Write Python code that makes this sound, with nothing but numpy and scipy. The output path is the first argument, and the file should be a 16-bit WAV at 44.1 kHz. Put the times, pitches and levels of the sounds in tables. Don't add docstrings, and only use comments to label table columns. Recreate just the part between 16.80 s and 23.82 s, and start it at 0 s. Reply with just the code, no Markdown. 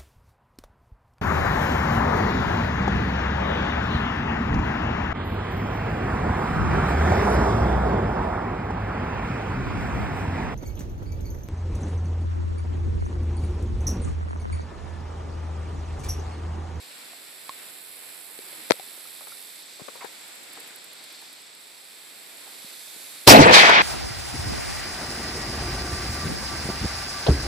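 import sys
import numpy as np
from scipy import signal
from scipy.fft import rfft, irfft, next_fast_len
from scipy.io import wavfile

SR = 44100
rng = np.random.default_rng(int(sys.argv[2]) if len(sys.argv) > 2 else 0)


def wrap_up_sound(samples):
    columns = np.atleast_2d(samples).T
    tamed = np.clip(columns, -1, 1)
    steps = np.round(tamed * 32767).astype(np.int16)
    wavfile.write(sys.argv[1], SR, steps)


def magnitude_from_level(level_db):
    exponent = np.asarray(level_db, float) / 20
    return 10 ** exponent


N = 309564
TIME = np.arange(N) / SR
FIRE_S = 6.4748


def rms_one(x):
    return x / np.sqrt(np.mean(x ** 2) + 1e-20)


def at_hz(points, hz):
    points = np.array(points)
    return np.interp(np.log(hz + 1), np.log(points[:, 0]), points[:, 1])


def pan(x, db):
    return np.outer(magnitude_from_level([min(db, 0), min(-db, 0)]), x)


def band(x, low_hz, high_hz):
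    return signal.sosfilt(signal.butter(2, [low_hz, high_hz], "band", fs=SR, output="sos"), x)


def resonance(x, hz, width_hz):
    r = np.exp(-np.pi * width_hz / SR)
    poles = [1, -2 * r * np.cos(2 * np.pi * hz / SR), r * r]
    return signal.lfilter([(1 - r * r) / 2, 0, (r * r - 1) / 2], poles, x)


def ring(force, hz, t60):
    r, w = magnitude_from_level(-60 / (t60 * SR)), 2 * np.pi * hz / SR
    return signal.lfilter([0, np.sin(w)], [1, -2 * r * np.cos(w), r * r], force)


def shock(s, width_s):
    u = (TIME - s) / width_s
    return np.where((u >= 0) & (u < 1), 1 - 2 * u, 0)


def drift(rate):
    return np.interp(TIME * rate, np.arange(800), rng.standard_normal(800))


def swells(rows):
    return sum(magnitude_from_level(db) * np.exp(-((TIME - s) / half_s) ** 2) for s, half_s, db in rows)


def ramp(start_s, length_s):
    return np.clip((TIME - start_s) / length_s, 0, 1)


def wide_noise(spectrum, alike, balance):
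    size = next_fast_len(N)
    hz = np.arange(size // 2 + 1) * SR / size
    mid, side = rfft(rng.standard_normal((2, size))) * magnitude_from_level(at_hz(spectrum, hz))
    share = np.clip(at_hz(alike, hz), -1, 1)
    tilt = magnitude_from_level(at_hz(balance, hz) / 2)
    mid, side = mid * np.sqrt(1 + share), side * np.sqrt(1 - share)
    return irfft(np.array([(mid + side) * tilt, (mid - side) / tilt]), size)[:, :N]


def cannon():
    # arrival in seconds, level in dB, left-right difference in dB.
    slaps = [(6.59, -3, 14), (6.696, 3, 21), (6.7115, 4, 23), (6.8945, -2, 2), (6.8975, 4, 18),
             (6.942, -12, 9)]
    after = TIME - FIRE_S
    rise = np.where(after < 0, magnitude_from_level(-24) * np.exp(np.minimum(after, 0) / .0022), 1)
    excess = magnitude_from_level(10 * np.exp(-np.maximum(after, 0) / .05))
    handover = ramp(6.712, .025)
    ground = from_right(ground_roar(), 17, ramp(6.47, 0.039))
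    trees = from_right(tree_roar(), 16, 1)
    out = rise * excess * np.sqrt(1 - handover) * ground + np.sqrt(handover) * magnitude_from_level(7) * trees
    thud_push = np.exp(-((TIME - 6.606) / 0.00089) ** 2) / (.002 * SR)
    out += magnitude_from_level(-5) * ring(thud_push, hz=137, t60=.1)
    out += magnitude_from_level(12.5) * band(shock(FIRE_S, 0.0038), 100, 21000)
    for s, db, side_db in slaps:
        out += pan(magnitude_from_level(db + 4) * band(shock(s, 0.00104), 550, 5900), side_db)
    return out


def ground_roar():
    # frequency in Hz, level in dB per Hz.
    tone = [(24, -55), (40, -18.5), (125, -10.5), (173, -10), (277, -4), (466, -4), (720, -4), (1170, -9),
            (2710, -13.5), (2990, -17.5), (4230, -17.5), (8270, -29), (15000, -33)]
    # frequency in Hz, likeness from 0 to 1.
    alike = [(60, .8), (300, .97), (1400, 0.82), (3000, 0.27), (8000, 0.23)]
    burst_s = 0.019
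    later = np.maximum(TIME - FIRE_S - burst_s, 0)
    tail_db = -16 + 13.5 * np.exp(-later / 0.037) - 3 * later
    burst_db = -1 - 14 * ramp(FIRE_S, .8 * burst_s)
    level_db = burst_db + (tail_db - burst_db) * ramp(FIRE_S + 0.51 * burst_s, .012)
    low_db = -3 + 7 * np.exp(-((TIME - 6.59) / 0.073) ** 2)
    return returns(level_db, low_db, 8 - 125 * later, tone, alike, lumpy_db=4)


def tree_roar():
    # frequency in Hz, level in dB per Hz.
    tone = [(24, -52), (40, -29), (91, -21), (173, -10), (270, -12.5), (346, -7), (582, -3), (710, 2),
            (1200, 0.5), (2280, 3), (2920, -6), (3140, -3), (4450, -6.5), (15000, -40)]
    # frequency in Hz, likeness from 0 to 1.
    alike = [(60, 0.66), (300, 0.97), (1400, 0.66), (3000, 0.29), (8000, 0.12)]
    start_s, rise_s, hold_s = 6.722, .02, .045
    after = np.maximum(TIME - start_s, 0)
    held_s = start_s + rise_s + hold_s
    level_db = -16.5 - 10.5 * (1 - ramp(start_s, rise_s))
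    level_db += -2 * ramp(held_s, 0.019) - 23 * np.maximum(TIME - held_s, 0)
    low_db = 1 + 3.5 * np.exp(-after / 0.028)
    return returns(level_db, low_db, 8.5 - 75 * after, tone, alike, lumpy_db=2)


def returns(level_db, low_db, high_db, tone, alike, lumpy_db):
    # frequency in Hz, left-right difference in dB.
    shot_pan = [(60, 2.5), (240, -0.5), (940, 1.5), (3710, 1.5), (14700, 1)]
    start = round(6.4 * SR)
    roar = wide_noise(tone, alike, shot_pan)[:, start:]
    spectrum = rfft(roar / np.std(band(roar.mean(axis=0), 1200, 3500)))
    octave = np.log2(np.arange(spectrum.shape[1]) * SR / (N - start) + 1)
    level_db, low_db, high_db = level_db[start:], low_db[start:], high_db[start:]
    dulling_db, brightening_db = np.minimum(high_db, 0), np.maximum(high_db, 0)
    out = np.zeros((2, N))
    for centre in np.arange(5, 15, .5):
        part = irfft(spectrum * np.clip(1 - 2 * np.abs(octave - centre), 0, 1), N - start)
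        low = np.clip(10.5 - centre, 0, 1)
        high = max(2 ** centre - 2500, 0) / 6500
        part_db = level_db + low * low_db + high * dulling_db + min(6.3 * high, 1) * brightening_db
        out[:, start:] += part * magnitude_from_level(part_db + lumpy_db * drift(60)[start:])
    return out


def from_right(x, lag, share):
    left = np.sqrt(1 - share) * x[0] + np.sqrt(share) * np.roll(x[0], lag)
    return np.array([left, x[1]])


def fuse():
    # time in seconds, level in dB.
    burn = [(0.0, -55), (0.83, -57.5), (1.56, -57.5), (1.98, -54), (2.36, -53.5), (2.61, -52.5),
            (3.27, -53.5), (3.51, -56), (4.05, -56.5), (4.3, -51.5), (4.66, -55.5), (5.47, -57.5),
            (5.88, -51), (6.46, -52)]
    # centre in Hz, width in Hz, level in dB, share of the flare.
    jets = [(2470, 540, -1.5, 2.8), (3696, 570, 0, 0.83), (4170, 1100, 2.5, 0.79), (4800, 900, -16.5, 1.2)]
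    own, shared = rng.standard_normal((2, N)), rng.standard_normal(N)
    spit = rms_one(own + 2.7 * shared) * magnitude_from_level(drift(110))
    level_db = np.interp(TIME, *np.transpose(burn))
    flare_db = -0.06 * (level_db + 54.5)
    hiss = np.zeros((2, N))
    for hz, width, db, share in jets:
        jet = resonance(resonance(spit, hz, width), hz, 2 * width)
        hiss += magnitude_from_level(db + share * flare_db + 0.52 * drift(15)) * jet
    return hiss * magnitude_from_level(level_db + 12)


def handling():
    # time in seconds, peak in dB, ring in Hz, left-right in dB, snap in dB.
    taps = [(0.331, -43, 726, -3, -1), (0.692, -27.5, 1077, -3.5, 3), (1.588, -33, 430, 21, 3),
            (1.726, -40, 584, 14, -7), (1.938, -35, 547, 22, 3), (1.9955, -32, 764, 13, 4.5),
            (2.176, -45, 537, 11, -6), (2.253, -45, 1310, -9, -3), (2.519, -42, 1380, 2.5, -5),
            (3.015, -25, 170, 29, -19), (3.083, -28, 530, 24, -5), (3.243, -28, 455, 30, -9),
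            (5.843, -39, 230, 0.0, -12), (6.16, -41.5, 302, 7, -3.5)]
    # peak in dB, ring in Hz, left-right in dB, t60 in seconds, snap in dB.
    knock = [
        (-19, 613, 28, 0.052, 2),
        (-9.5, 960, -36.5, 0.012, -6),
        (-20, 1100, 44, 0.0022, 23.5),
        (4.5, 526, 56, 0.0077, -11.5),
        (-27.5, 1340, 32, 0.018, 21.5),
    ]
    knock_s = (1.9022, 1.9076, 1.9077, 1.9081, 1.9195)
    # time in seconds, peak in dB, ring in Hz, left-right in dB.
    rubs = [(1.489, -51, 816, -5), (2.412, -46, 676, 10), (2.468, -41, 614, 41), (2.993, -36.5, 474, 15),
            (3.038, -49, 536, 12), (3.08, -30.5, 523, 41), (3.151, -36.5, 517, 27),
            (3.206, -36.5, 1080, -3), (3.224, -36.5, 900, 13), (3.243, -30, 834, 35), (3.767, -46, 543, 2),
            (3.901, -45.5, 1490, 3), (4.199, -52, 890, -3), (4.416, -49.5, 830, 0.0),
            (5.665, -45.5, 704, -2)]
    # time in seconds, level in dB, left-right in dB.
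    clicks = [(.334, -36, -3), (2.057, -38, 12), (2.178, -38, 15), (2.410, -28.5, 8), (2.471, -27, 20),
              (2.524, -36, 4), (3.086, -21.5, 20), (3.246, -34, 22), (3.775, -29, 3), (4.424, -44, 2),
              (5.845, -48, 0)]
    # time in seconds, half length in seconds, level in dB.
    creaks = [(1.675, 0.026, -52), (1.8, 0.024, -50)]
    out, size = np.zeros((2, N)), SR // 10
    t = np.arange(size) / SR
    touch = t == 0
    rattle = band(rng.standard_normal(size), 800, 6000) * np.exp(-t / .004)
    snap = ring(touch, 4000, .002) + .6 * ring(touch, 2200, .003)
    snap += .4 * ring(touch, 8500, .0012) + .1 * rattle
    hits = [(s + 0.00176, db, hz, side_db, 0.031 * (hz / 1e3) ** 0.58, snap_db)
            for s, db, hz, side_db, snap_db in taps]
    hits += [(s, *row) for s, row in zip(knock_s, knock)]
    for s, db, hz, side_db, t60, snap_db in hits:
        tap = band(ring(touch, hz, t60), hz / 2, 16000) + magnitude_from_level(snap_db) * snap
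        out[:, round(s * SR):][:, :size] += pan(magnitude_from_level(db + 4.5) * tap, side_db)
    for s, db, hz, side_db in rubs:
        fade_s = 0.018 / np.exp(.025 * abs(side_db))
        push = rng.standard_normal(size) * np.exp(-t / fade_s) * (1 - np.exp(-t / 0.0044))
        rub = resonance(push, hz, 320) + 0.5 * resonance(push, 1.9 * hz, 500)
        rub = band(rub, 100, 1.95 * hz)
        out[:, round(s * SR):][:, :size] += pan(magnitude_from_level(db + 4.5) * rub / np.abs(rub).max(), side_db)
    for s, db, side_db in clicks:
        out += pan(magnitude_from_level(db) * band(shock(s, 0.0007), 300, 3500), side_db)
    creak_hz = 301.5 + 148.5 * np.exp(-np.maximum(TIME - 1.6, 0) / 0.098)
    out += pan(swells(creaks) * np.sin(2 * np.pi * np.cumsum(creak_hz) / SR), 3)
    return band(out, 132, 11000)


def katydid():
    # frequency in Hz, level in dB per Hz.
    wing = [(5000, -85), (8500, 2), (9160, -2.5), (9980, 2), (11400, -1.5), (12300, -9), (14000, -13.5),
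            (14600, -9.5)]
    # start in seconds, end in seconds, full level in dB, swell in seconds, strokes per second.
    buzzes = [
        (0, 2.83, -45, 1.3, 91.6),
        (4.78, 7.7, -46.5, 2, 92.5),
    ]
    # time in seconds, peak in dB.
    ticks = [(3.0462, -49), (3.158, -41), (3.2458, -41), (3.3231, -44), (3.4044, -44), (3.4782, -40),
             (3.5516, -41), (3.6329, -41), (3.7292, -38), (3.799, -36.5), (3.8733, -38), (3.9567, -37.5),
             (4.0403, -38), (4.1293, -40), (4.237, -39), (4.3228, -40), (4.4131, -41), (4.5264, -41),
             (4.6157, -42), (4.7479, -44), (4.8092, -57)]
    rasp = rms_one(wide_noise(wing, [(9000, 0.18), (14000, 0.39)], [(9000, -2.5), (14000, -33.5)]))
    strokes = np.zeros(N)
    for start, end, db, swell_s, per_s in buzzes:
        on = (TIME >= start) & (TIME < end)
        effort_db = -9 * (1 - ramp(start, swell_s)) ** 1.6 - 4.5 * ramp(end - 0.21, 0.21)
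        turn = per_s * TIME + .2 * drift(2.5)
        strokes += on * magnitude_from_level(db + effort_db + 6) * (0.15 + np.abs(np.sin(np.pi * turn)) ** 1.3)
    for s, db in ticks:
        strokes += magnitude_from_level(db - 0.5) * np.exp(-((TIME - s - .004) / 0.0043) ** 2)
    return rasp * strokes


def crickets():
    # time in seconds, half length in seconds, level in dB.
    bouts = [(.8, 0.22, -65), (1.4, 0.19, -64), (2.1, 0.6, -60.5), (2.8, 0.36, -64), (5.25, 0.19, -71),
             (5.9, .2, -69.5)]
    chorus = rms_one(resonance(resonance(rng.standard_normal((2, N)), 8080, 800), 8060, 1010))
    turn = (28.8 * TIME + .3 * drift(1.5)) % 1
    slide = np.sin(2 * np.pi * np.cumsum(8400 - 1000 * turn + 50 * drift(100)) / SR)
    rasp = 1 + .55 * rms_one(band(rng.standard_normal(N), 100, 600))
    near = pan(rms_one(slide * np.sin(np.pi * turn) ** 2 * rasp), -10.5)
    both = magnitude_from_level(-60) * chorus + (magnitude_from_level(-57.5) + swells(bouts)) * near
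    return both * magnitude_from_level([[-2.5], [2.5]])


def far_katydids():
    # time in seconds, half length in seconds, level in dB.
    far_swells = [(2.1, .6, -74), (3.15, 0.78, -55.5), (4.4, 0.22, -60), (5.2, 0.22, -72),
                  (6.2, 0.58, -49.5)]
    hiss = rms_one(band(rng.standard_normal((2, N)), 6000, 13300))
    flutter = 1 + .25 * np.sin(2 * np.pi * 100 * TIME)
    return hiss * (magnitude_from_level(-66) + swells(far_swells)) * magnitude_from_level([[-4], [3.5]]) * flutter


def air():
    # frequency in Hz, level in dB per Hz.
    colour = [(60, -31), (109, -14), (317, -3.5), (727, -3.5), (1130, -6.5), (1500, -4), (2200, -1),
              (3050, -4.5), (4200, -4), (5300, -8.5), (6300, -19.5), (7600, -1), (9200, -10.5),
              (14500, -15.5)]
    # frequency in Hz, likeness from 0 to 1.
    alike = [(60, 0.02), (130, 0.064), (290, 0.26), (630, 0.2), (1390, 0.37), (3050, 0.04), (6700, 0.05),
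             (14700, 0.064)]
    # frequency in Hz, left-right difference in dB.
    balance = [(60, -1), (180, 2), (540, -1), (1630, 0.5), (4890, 1), (14700, -7.5)]
    # time in seconds, half length in seconds, dB added to the calm amplitude.
    gusts = [(.2, 0.37, -64.5), (.85, .2, -61.5), (1.25, .15, -65), (1.85, 0.24, -61), (2.4, 0.28, -69),
             (3.2, 0.72, -64), (3.8, 0.11, -65), (4.3, 0.38, -69.5), (5.6, 0.49, -65), (6.4, 0.34, -65)]
    noise = wide_noise(colour, alike, balance)
    noise = noise / np.std(band(noise.mean(axis=0), 100, 1500))
    return noise * (magnitude_from_level(-59.5) + swells(gusts)) * magnitude_from_level(drift(5.116))


def scene():
    meadow = fuse() + katydid() + crickets() + far_katydids() + air()
    meadow = signal.sosfilt(signal.cheby2(20, 50, 14850, fs=SR, output="sos"), meadow)
    return cannon() + handling() + meadow * np.where(TIME < FIRE_S, 1, magnitude_from_level(-22))


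def top_cut(x):
    return signal.sosfilt(signal.butter(12, 15290, fs=SR, output="sos"), x)


def record(dry):
    squashed = dry / (1 + np.abs(dry / 1.08) ** 6) ** (1 / 6)
    highs = signal.butter(2, 4500, "high", fs=SR, output="sos")
    side = signal.sosfiltfilt(highs, (squashed[0] - squashed[1]) / 2)
    merge = 0.84 * (TIME > FIRE_S) * (1 - ramp(6.54, .06))
    joined = squashed - merge * side * [[1], [-1]]
    cut = signal.sosfilt(signal.cheby2(10, 60, 16300, fs=SR, output="sos"), joined)
    return top_cut(np.clip(cut, -1, 1))


dry = scene()
out = record(dry)
wrap_up_sound(out)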